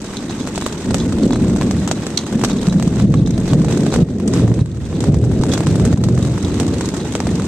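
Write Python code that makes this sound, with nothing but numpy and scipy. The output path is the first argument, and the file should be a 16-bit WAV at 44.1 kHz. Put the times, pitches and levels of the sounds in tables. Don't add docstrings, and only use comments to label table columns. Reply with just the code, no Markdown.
import sys
import numpy as np
from scipy import signal
from scipy.fft import rfft, irfft
from scipy.io import wavfile
from scipy.ndimage import uniform_filter1d

SR = 44100
rng = np.random.default_rng(int(sys.argv[2]) if len(sys.argv) > 2 else 0)


def file_out(sig):
    cols = np.atleast_2d(sig).T
    lim = np.clip(cols, -1, 1)
    pcm = np.round(lim * 32767).astype(np.int16)
    wavfile.write(sys.argv[1], SR, pcm)


N = 329427
TIME = np.arange(N) / SR

# (t/s, length/s, force/dB, extra boom/dB, extra rub/dB, sway/dB, case f/Hz)
GRIPS = [(0.145, 0.78, -27, -0.5, -1, -28, 201), (0.844, 0.32, -18, 4, -0.5, -22, 198),
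         (1.182, 0.17, -13, -6, 2, -14, 215), (1.383, 0.28, -15.5, 0, -0.5, -19, 194),
         (1.71, 0.1, -19.5, 4, -3, -33, 180), (1.846, 0.71, -27, -1.5, -1, -48, 187),
         (2.297, 0.28, -17.5, -7, -1, -20, 198), (2.664, 0.6, -14, 0, -2.5, -18, 176),
         (3.009, 0.17, -6, -1, -2, -12, 163), (3.494, 0.13, -10, 0.5, -0.5, -30, 155),
         (3.723, 0.14, -17.5, -4, 1.5, -45, 176), (3.933, 0.25, -10, 1, -0.5, -45, 190),
         (4.223, 0.21, -13, 0.5, 2.5, -43, 190), (4.4, 0.21, -9, -1, -1.5, -47, 117),
         (4.62, 0.29, -20, 9.5, -3.5, -44, 127), (4.916, 0.23, -18.5, 5, 1.5, -43, 157),
         (5.063, 0.19, -6.5, 4, -1, -48, 135), (5.37, 0.22, -20.5, 3, 2, -45, 150),
         (5.636, 0.18, -14, 5, -1.5, -44, 151), (5.792, 0.18, -14, 4.5, -0.5, -44, 176),
         (5.947, 0.14, -7, 3, -2, -44, 147), (6.415, 0.21, -20, 6.5, 1, -55, 177),
         (6.577, .15, -19.5, 5.5, 1.5, -55, 194), (6.777, 0.53, -24.5, 2.5, 0.5, -50, 172),
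         (7.216, 0.17, -18.5, 2.5, -1.5, -33, 172)]
# (f/Hz, level/dB)
CRACK_COLOUR = [(300, -16), (1200, -5), (2500, 1), (4400, 6.5), (6000, 2), (7500, 2.5), (9500, -1),
                (14000, -10), (16000, -11)]


def amp(db):
    return 10 ** (np.asarray(db) / 20)


def unit_rms(x):
    return x / np.sqrt(np.mean(x ** 2) + 1e-20)


def unit_blow(x):
    return x / np.sqrt(np.mean(x[:, :SR // 200] ** 2) + 1e-20)


def curve_at(points, hz):
    f, value = np.transpose(points)
    return np.interp(np.log(hz + 1), np.log(f + 1), value)


def add(mix, s, sound):
    part = mix[:, max(round(s * SR), 0):][:, :sound.shape[1]]
    part += sound[:, :part.shape[1]]


def colour(x, points, size=2048):
    log_gain = np.log(amp(curve_at(points, abs(np.fft.fftfreq(size, 1 / SR)))))
    taps = np.fft.ifft(np.exp(np.conj(signal.hilbert(log_gain)))).real
    return signal.oaconvolve(x, taps[None], axes=1)[:, :x.shape[1]]


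def resonate(x, hz, width_hz):
    turn = np.exp(2j * np.pi * np.cumsum(hz) / SR)
    pole = np.exp(-np.pi * width_hz / SR)
    return 2 * (turn * signal.lfilter([1 - pole], [1, -pole], x / turn)).real


def diffuse(size):
    # (f/Hz, coherence)
    coherence = [(60, 0.94), (200, 1), (500, 0.98), (800, 0.69), (1200, 0.92), (1800, 0.41), (2700, 0.21),
                 (4200, -0.46), (9000, 0.42)]
    common, separate = rfft(rng.standard_normal((2, size)))
    alike = np.clip(curve_at(coherence, np.fft.rfftfreq(size, 1 / SR)), -1, 1)
    return irfft(np.array([common, alike * common + np.sqrt(1 - alike ** 2) * separate]), size)


def crack(burst_s=0.00035, shatter_s=0.0036, shatter=0.49, size=3072):
    t = np.arange(size) / SR
    late = t - rng.uniform(0.0017, 0.0023)
    slope_s = np.where(late > 0, shatter_s, .0004)
    fragments = shatter * rng.uniform(0.14, 1.) * np.exp(-abs(late) / slope_s)
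    cabin = .085 * np.exp(-t / .018)
    return unit_blow(diffuse(size) * (np.exp(-t / burst_s) + fragments + cabin))


def tap(note_hz, ring_db=-3.5, reference_hz=5000, relative_width=0.16):
    snap = crack()
    pitch = np.full(snap.shape[1], note_hz)
    ring = np.array([resonate(port, pitch, relative_width * note_hz) for port in snap])
    return unit_blow(snap + amp(ring_db) * np.sqrt(note_hz / reference_hz) * unit_blow(ring))


def small_stones(per_s=750, spread_db=0.7, dull_db=-33.5, bright_db=-34.0, patch_hz=(900, 9100), count=36):
    # (middle t/s, half width/s, level change/dB)
    flurries = [(.63, 0.027, -0.5), (2.49, 0.042, 4.5), (2.97, 0.016, 2), (3.31, 0.039, -3),
                (3.49, 0.024, 3), (3.71, 0.025, 5), (3.94, 0.026, 8.5), (4.36, 0.046, 7), (5.55, 0.052, 4),
                (6.6, 0.019, 4)]
    # (f/Hz, level/dB)
    dull_colour = [(150, -8), (500, -3), (900, 0.5), (1400, -3), (2200, -3), (4000, -5), (9000, -39)]
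    bright_colour = [(300, -27), (1000, -7.5), (2000, 1), (3000, 6), (3800, 9.5), (4700, 7), (6500, 0),
                     (9000, -1.5), (14000, -9.5)]
    strength = amp(spread_db * np.minimum(rng.exponential(1, N), 3.4))
    lands = rng.random(N) < per_s / SR
    flurry_db = sum(db * np.exp(-((TIME - s) / width) ** 2) for s, width, db in flurries)
    impacts = strength * lands * amp(flurry_db)
    patch = rng.integers(0, count, N)
    ticks = sum(signal.oaconvolve((impacts * (patch == k))[None], tap(note_hz), axes=1)[:, :N]
                for k, note_hz in enumerate(np.geomspace(*patch_hz, count)))
    dull = amp(dull_db) * unit_rms(colour(ticks, dull_colour))
    bright = amp(bright_db) * unit_rms(colour(ticks, bright_colour))
    return dull + bright


def grip_force(attack_s=0.037, release_s=0.19, resting_db=-30):
    power = amp(resting_db) ** 2
    for start, length, force_db, *_ in GRIPS:
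        rise = np.clip((TIME - start) / attack_s, 0, 1)
        fall = np.exp(-np.maximum(TIME - start - length, 0) / release_s)
        power = power + (amp(force_db) * rise * fall) ** 2
    return np.sqrt(power)


def grip_tone(size=3000):
    start, _, _, *traits = np.transpose(GRIPS)
    current = np.maximum(np.searchsorted(start, TIME) - 1, 0)
    return [uniform_filter1d(trait[current], size) for trait in traits]


def rumble(boom_db=-7.0, body_db=1.23, rub_db=-8.5, sway_db=-11.5, steadiness=0.57, size=3400):
    # (f/Hz, level/dB)
    spectrum = [(15, -34), (30, -32), (48, -15), (65, 5), (100, 7.5), (150, -2), (240, -1), (350, -8),
                (500, -16.5), (700, -27.5), (900, -40)]
    edges = [48, 110, 260, 900]
    hz = np.fft.rfftfreq(N, 1 / SR)
    noise = rfft(diffuse(N)) * amp(curve_at(spectrum, hz))
    sway, boom, body, rub = (irfft(noise * (np.digitize(hz, edges) == k), N) for k in range(len(edges)))
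    force = grip_force()
    extra_boom_db, extra_rub_db, extra_sway_db, note_hz = grip_tone()
    layers = [(sway, amp(sway_db + extra_sway_db)),
              (boom, amp(boom_db + extra_boom_db) * force ** 1.006),
              (resonate(body, note_hz, width_hz=85), amp(body_db) * force),
              (rub, amp(rub_db + extra_rub_db) * force ** 0.72)]
    out = np.zeros((2, N))
    for band, gain in layers:
        swell = np.sqrt(abs(uniform_filter1d((band ** 2).mean(0), size)) + 1e-20)
        out += gain * unit_rms(band / swell ** steadiness)
    return out


def random_stones(per_s, levels_db, spread_db, range_hz, count=300):
    draws = rng.random((count, 4))
    times = np.cumsum(-np.log(1 - draws[:, 0])) / per_s
    levels = np.add(levels_db, spread_db * (2 * draws[:, 1:-1] - 1))
    notes = np.interp(draws[:, -1], [0, 1], range_hz)
    return np.column_stack([times, levels, notes])[times < N / SR]


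def knock(note_hz, contact_s=0.00036, hollow=0.0445, overtone=0.26, ring_s=0.0031, size=3072):
    t = np.arange(size) / SR
    contact = t / (contact_s * np.exp(.22 * rng.standard_normal()))
    dent = (1 - contact) * np.exp(-contact)
    phase = 2 * np.pi * note_hz * t
    modes = np.cos(phase) + overtone * np.cos(rng.uniform(1.47, 1.99) * phase)
    panel = hollow * np.exp(-t / ring_s) * modes
    pulse = (dent + panel) * (1 - np.exp(-t / .00022))
    scatter = 0.079 * np.exp(-t / 0.0023)
    cabin = 0.013 * np.exp(-t / 0.012)
    paths = diffuse(size) * (scatter + cabin) * (1 - np.exp(-t / 0.000099))
    paths[0, rng.integers(3, 9)] += 1
    paths[1, 3] += 1
    return unit_blow(signal.fftconvolve(paths, pulse[None], axes=1)[:, :size])


def big_stones(middling, knock_db=-0.64, crack_db=1.62):
    # (t/s, knock level/dB, crack level/dB, panel f/Hz)
    strikes = [(0.017, -42, -32.5, 900), (0.0975, -39, -45, 880), (0.137, -29.5, -36, 1400),
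               (0.2985, -26, -43, 1120), (0.409, -33, -44, 900), (0.474, -23, -28, 560),
               (0.5505, -29, -35, 880), (0.558, -35, -26, 1170), (0.5778, -14.5, -25, 630),
               (0.6112, -27, -26.5, 1200), (0.6225, -19, -39, 920), (0.6634, -14.5, -17.5, 980),
               (0.725, -25, -29, 590), (0.9077, -21, -28.5, 704), (0.9442, -13, -17, 606),
               (0.967, -38, -32, 900), (0.983, -38, -28, 900), (1.124, -25, -31, 647),
               (1.184, -27, -31.5, 580), (1.219, -32, -47, 580), (1.3077, -17, -29, 905),
               (1.3322, -16, -25.5, 970), (1.359, -19, -31, 685), (1.443, -43, -42, 900),
               (1.497, -26, -34, 980), (1.562, -22, -28.5, 1310), (1.6127, -19, -25.5, 1020),
               (1.6215, -20, -35, 1110), (1.63, -34, -33, 780), (1.711, -20, -24, 1040),
               (1.8764, -19.5, -22, 1270), (1.888, -25, -29, 900), (1.9131, -12.5, -18.5, 650),
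               (2.033, -23, -35, 1080), (2.067, -22, -26, 1270), (2.268, -27, -41, 570),
               (2.326, -27, -30.5, 1370), (2.394, -28, -30, 580), (2.414, -24, -29, 620),
               (2.4374, -12, -20, 1040), (2.4475, -18, -16, 1110), (2.499, -25, -31, 580),
               (2.53, -34, -35, 580), (2.614, -38, -28, 680), (2.63, -24, -31, 960),
               (2.6697, -24, -28, 935), (2.685, -20, -28, 900), (2.726, -19, -28, 580),
               (2.7987, -20, -24.5, 580), (2.8255, -19, -24, 970), (2.8765, -22, -25, 980),
               (2.9994, -20, -34, 1090), (3.1408, -12.5, -23.5, 1090), (3.2737, -20, -28, 580),
               (3.307, -37, -26, 580), (3.3782, -22, -28, 610), (3.466, -39, -40, 602),
               (3.479, -26, -30, 660), (3.5337, -16.5, -26, 665), (3.617, -23, -29, 1020),
               (3.647, -22, -29, 674), (3.684, -22, -28.5, 580), (3.7242, -21, -25, 670),
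               (3.745, -30, -46, 900), (3.774, -26, -27, 573), (3.805, -35.5, -33, 800),
               (3.833, -26, -31.5, 690), (3.8653, -17, -29, 1220), (3.925, -19, -36, 1280),
               (3.9401, -17, -22, 720), (3.9605, -20.5, -27, 580), (4.087, -25, -50, 590),
               (4.2, -22, -26, 600), (4.277, -24, -19.5, 580), (4.337, -16.5, -20, 980),
               (4.396, -24, -36, 990), (4.478, -19, -33, 910), (4.517, -22.5, -42, 900),
               (4.5406, -26, -27.5, 620), (4.591, -23, -34, 890), (4.66, -19, -25, 580),
               (4.928, -25, -46, 1090), (5.0053, -20, -25.5, 1840), (5.04, -20, -28, 830),
               (5.1435, -19, -24, 815), (5.24, -22.5, -26, 640), (5.315, -22.5, -32, 750),
               (5.413, -25, -31, 1210), (5.4365, -15, -24, 840), (5.466, -28, -34, 580),
               (5.497, -30, -38, 900), (5.524, -28, -24.5, 1030), (5.536, -17, -17.5, 800),
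               (5.577, -17.5, -24, 635), (5.606, -21, -29, 865), (5.635, -27, -35, 800),
               (5.669, -17.5, -25.5, 990), (5.711, -29, -32, 800), (5.7565, -22.5, -27, 580),
               (5.798, -24, -31, 580), (5.8518, -22.5, -23.5, 670), (5.865, -29, -37, 1270),
               (5.928, -20, -30.5, 583), (5.9743, -21, -25, 980), (6.0382, -16.5, -17.5, 610),
               (6.0868, -16, -25.5, 620), (6.151, -39, -32, 580), (6.177, -23.5, -31, 994),
               (6.227, -33, -29, 690), (6.25, -25, -29, 580), (6.378, -25, -39, 800),
               (6.543, -28, -29, 580), (6.5997, -22, -19.5, 650), (6.61, -21, -38, 670),
               (6.631, -26, -36, 736), (6.667, -34, -31.5, 800), (6.742, -27, -32, 780),
               (6.8097, -19.5, -26.5, 960), (6.847, -27, -34, 900), (6.857, -34, -26.5, 740),
               (6.889, -28, -27, 590), (6.94, -25, -33, 580), (6.966, -26, -28, 674),
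               (7.054, -30, -45, 1190), (7.122, -35, -27, 580), (7.138, -30, -31, 800),
               (7.1525, -15, -22, 600), (7.2031, -15, -24.5, 566), (7.2697, -18, -29, 577),
               (7.29, -28, -37, 1810), (7.355, -41, -30.5, 800), (7.398, -24, -31, 990),
               (7.421, -29.5, -32, 775), (7.443, -28, -34, 900)]
    out = np.zeros((2, N))
    hz, db = np.transpose(CRACK_COLOUR)
    for s, skin_db, ice_db, note_hz in [*strikes, *middling]:
        spot = np.column_stack([hz, db + 1.5 * rng.standard_normal(len(hz))])
        add(out, s - .0001, amp(skin_db + knock_db) * knock(note_hz))
        add(out, s, amp(ice_db + crack_db) * colour(crack(), spot, size=1024))
    return out


def skitter(per_s=300, fade_s=0.018, bounce=0.93, size=2048):
    hops = bounce * rng.standard_normal(size) * (rng.random(size) < per_s / SR)
    hops *= np.exp(-np.arange(size) / SR / fade_s)
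    hops[0] = 1
    return hops


def fitting(tinkle, favour_db=9.5, favour_width_hz=130, tick_db=-3.5, clank_s=.0038, size=4096):
    # (t/s, ring level/dB, clank level/dB, favoured f/Hz)
    pings = [(.169, -33, -27.5, 3700), (.293, -32.5, -42, 3900), (.41, -35, -51, 3600),
             (.614, -35, -39, 3940), (.643, -36, -42, 3800), (1.0, -30.5, -29, 3570),
             (1.233, -37, -30.5, 4150), (1.323, -27.5, -36, 3700), (1.345, -32, -37, 3950),
             (2.1742, -21, -11.5, 4150), (2.5, -28.5, -44, 3700), (2.585, -34, -45, 3680),
             (2.696, -33, -27, 3940), (3.171, -32, -42, 3870), (3.261, -28.5, -31, 3640),
             (3.338, -36, -45.5, 3950), (3.49, -33.5, -41, 3550), (3.665, -37, -41, 3850),
             (3.918, -33, -42, 3950), (4.715, -38, -34, 3780), (4.843, -37, -40, 3550),
             (4.952, -40, -43, 3800), (5.517, -26, -33, 3420), (5.925, -43, -40, 3920),
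             (6.225, -36, -32, 3850), (6.41, -42, -50, 3850), (6.447, -34, -32, 3550),
             (6.565, -47, -41, 3850), (6.845, -42, -39, 3700), (7.002, -33.5, -44, 3800)]
    # (f/Hz, level/dB, T60/s)
    modes = [(3340, -7, 0.051), (3485, -11, 0.065), (3644, -13, 0.06), (3826, -5.5, 0.043),
             (3970, -8.5, 0.077), (4220, -6, 0.05), (4280, -5.5, 0.035), (4820, -7, 0.048),
             (5370, -10, 0.04), (5900, -11, 0.037), (6380, -10, 0.06), (7000, -18, .04)]
    out, t = np.zeros((2, N)), np.arange(size) / SR
    hz, db, t60 = np.transpose(modes)[:, :, None]
    for s, ring_db, clank_db, spot_hz in [*pings, *tinkle]:
        phase = rng.random((len(modes), 1)) + .25 * rng.random((2, len(modes), 1))
        spot_db = db + favour_db * np.exp(-((hz - spot_hz) / favour_width_hz) ** 2)
        detuned = hz * rng.uniform(.975, 1.025, hz.shape)
        partials = amp(spot_db - 60 * t / t60) * np.sin(2 * np.pi * (detuned * t + phase))
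        metal = partials.sum(1) * (1 - np.exp(-t / 0.001))
        ring = signal.fftconvolve(metal, skitter()[None], axes=1)
        ring /= np.sqrt((ring ** 2).mean(0).sum() / (.012 * SR))
        clank = unit_blow(metal * np.exp(-(t / clank_s) ** 4))
        tick = colour(crack(size=size), CRACK_COLOUR)
        add(out, s, amp(ring_db) * ring)
        add(out, s, amp(clank_db) * (clank + amp(tick_db) * tick))
    return out


def thumps(size=2400):
    # (t/s, peak level/dB, f/Hz, half width/s)
    blows = [(0.412, -8.5, 220, 0.0043), (1.268, 4, 204, 0.0031), (1.314, 3, 236, 0.0042),
             (2.358, 1, 205, 0.0057), (2.685, 2.5, 186, 0.007), (2.765, 4, 174, 0.0092),
             (2.876, -0.5, 174, 0.0039), (3.025, -3, 178, 0.0066), (3.042, -4, 152, 0.0053),
             (3.055, 3, 187, 0.007), (3.116, 0, 156, 0.0064), (3.153, 3, 158, 0.0041),
             (3.224, 3.5, 148, 0.0084), (3.285, 0.5, 186, 0.015), (3.531, 5.5, 157, 0.005),
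             (3.588, -3.5, 153, 0.016), (3.996, -2, 149, 0.0084), (4.033, 13.5, 143, 0.004),
             (4.447, 0, 124, 0.011), (4.517, -1, 165, 0.0055), (4.622, 13, 130, 0.0056),
             (5.102, 5.5, 128, 0.0026), (5.176, 9, 117, 0.0043), (5.402, 4.5, 141, 0.0026),
             (5.759, -5, 145, 0.005), (5.945, 8, 164, 0.0025), (6.184, 3, 143, 0.0041),
             (6.631, -10, 148, 0.008)]
    out, t = np.zeros((2, N)), (np.arange(size) - size / 2) / SR
    for s, db, hz, width_s in blows:
        wave = rng.choice([-1, 1]) * np.exp(-(t / width_s) ** 2) * np.cos(2 * np.pi * hz * t)
        add(out, s + t[0], amp(db) * np.array([wave, wave]))
    return out


def limiter(x, ceiling_db=-4.0, recovery_db_per_s=33.0, size=90):
    peak_db = 20 * np.log10(abs(uniform_filter1d(x.mean(0), size // 2)) + 1e-9)
    recovery = recovery_db_per_s * TIME
    held_db = np.maximum.accumulate(peak_db + recovery) - recovery
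    over_db = np.maximum(held_db - ceiling_db, 0)
    return x / amp(uniform_filter1d(over_db, size))


def scene():
    middling = random_stones(per_s=24, levels_db=[-34.5, -36], spread_db=-4.5, range_hz=(600, 1510))
    tinkle = random_stones(per_s=7, levels_db=[-40.5, -49], spread_db=1, range_hz=(3550, 4100))
    return small_stones() + rumble() + thumps() + big_stones(middling) + fitting(tinkle)


def record(dry, edge_hz=14700):
    # (f/Hz, level/dB)
    left_port = [(50, -4), (250, -2), (800, 1.5), (1200, -1), (3900, -3.5), (4700, -6.5), (6600, -2.5),
                 (7900, 8), (9300, -2.5), (12500, -7.5), (14000, -5.5)]
    right_port = [(50, -3), (250, -2), (800, 0.5), (1200, 0), (3900, -1), (4700, -2.5), (6600, 6),
                  (7900, -5), (9500, -15.5), (12500, -19), (14000, -28)]
    ported = np.vstack([colour(dry[:1], left_port), colour(dry[1:], right_port)])
    held = limiter(ported)
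    clipped = held / (1 + held ** 8) ** (1 / 8)
    lowpass = signal.firwin(101, edge_hz, window=("kaiser", 9), fs=SR)
    return signal.oaconvolve(clipped, lowpass[None], "same")


dry = scene()
out = record(dry)
file_out(out)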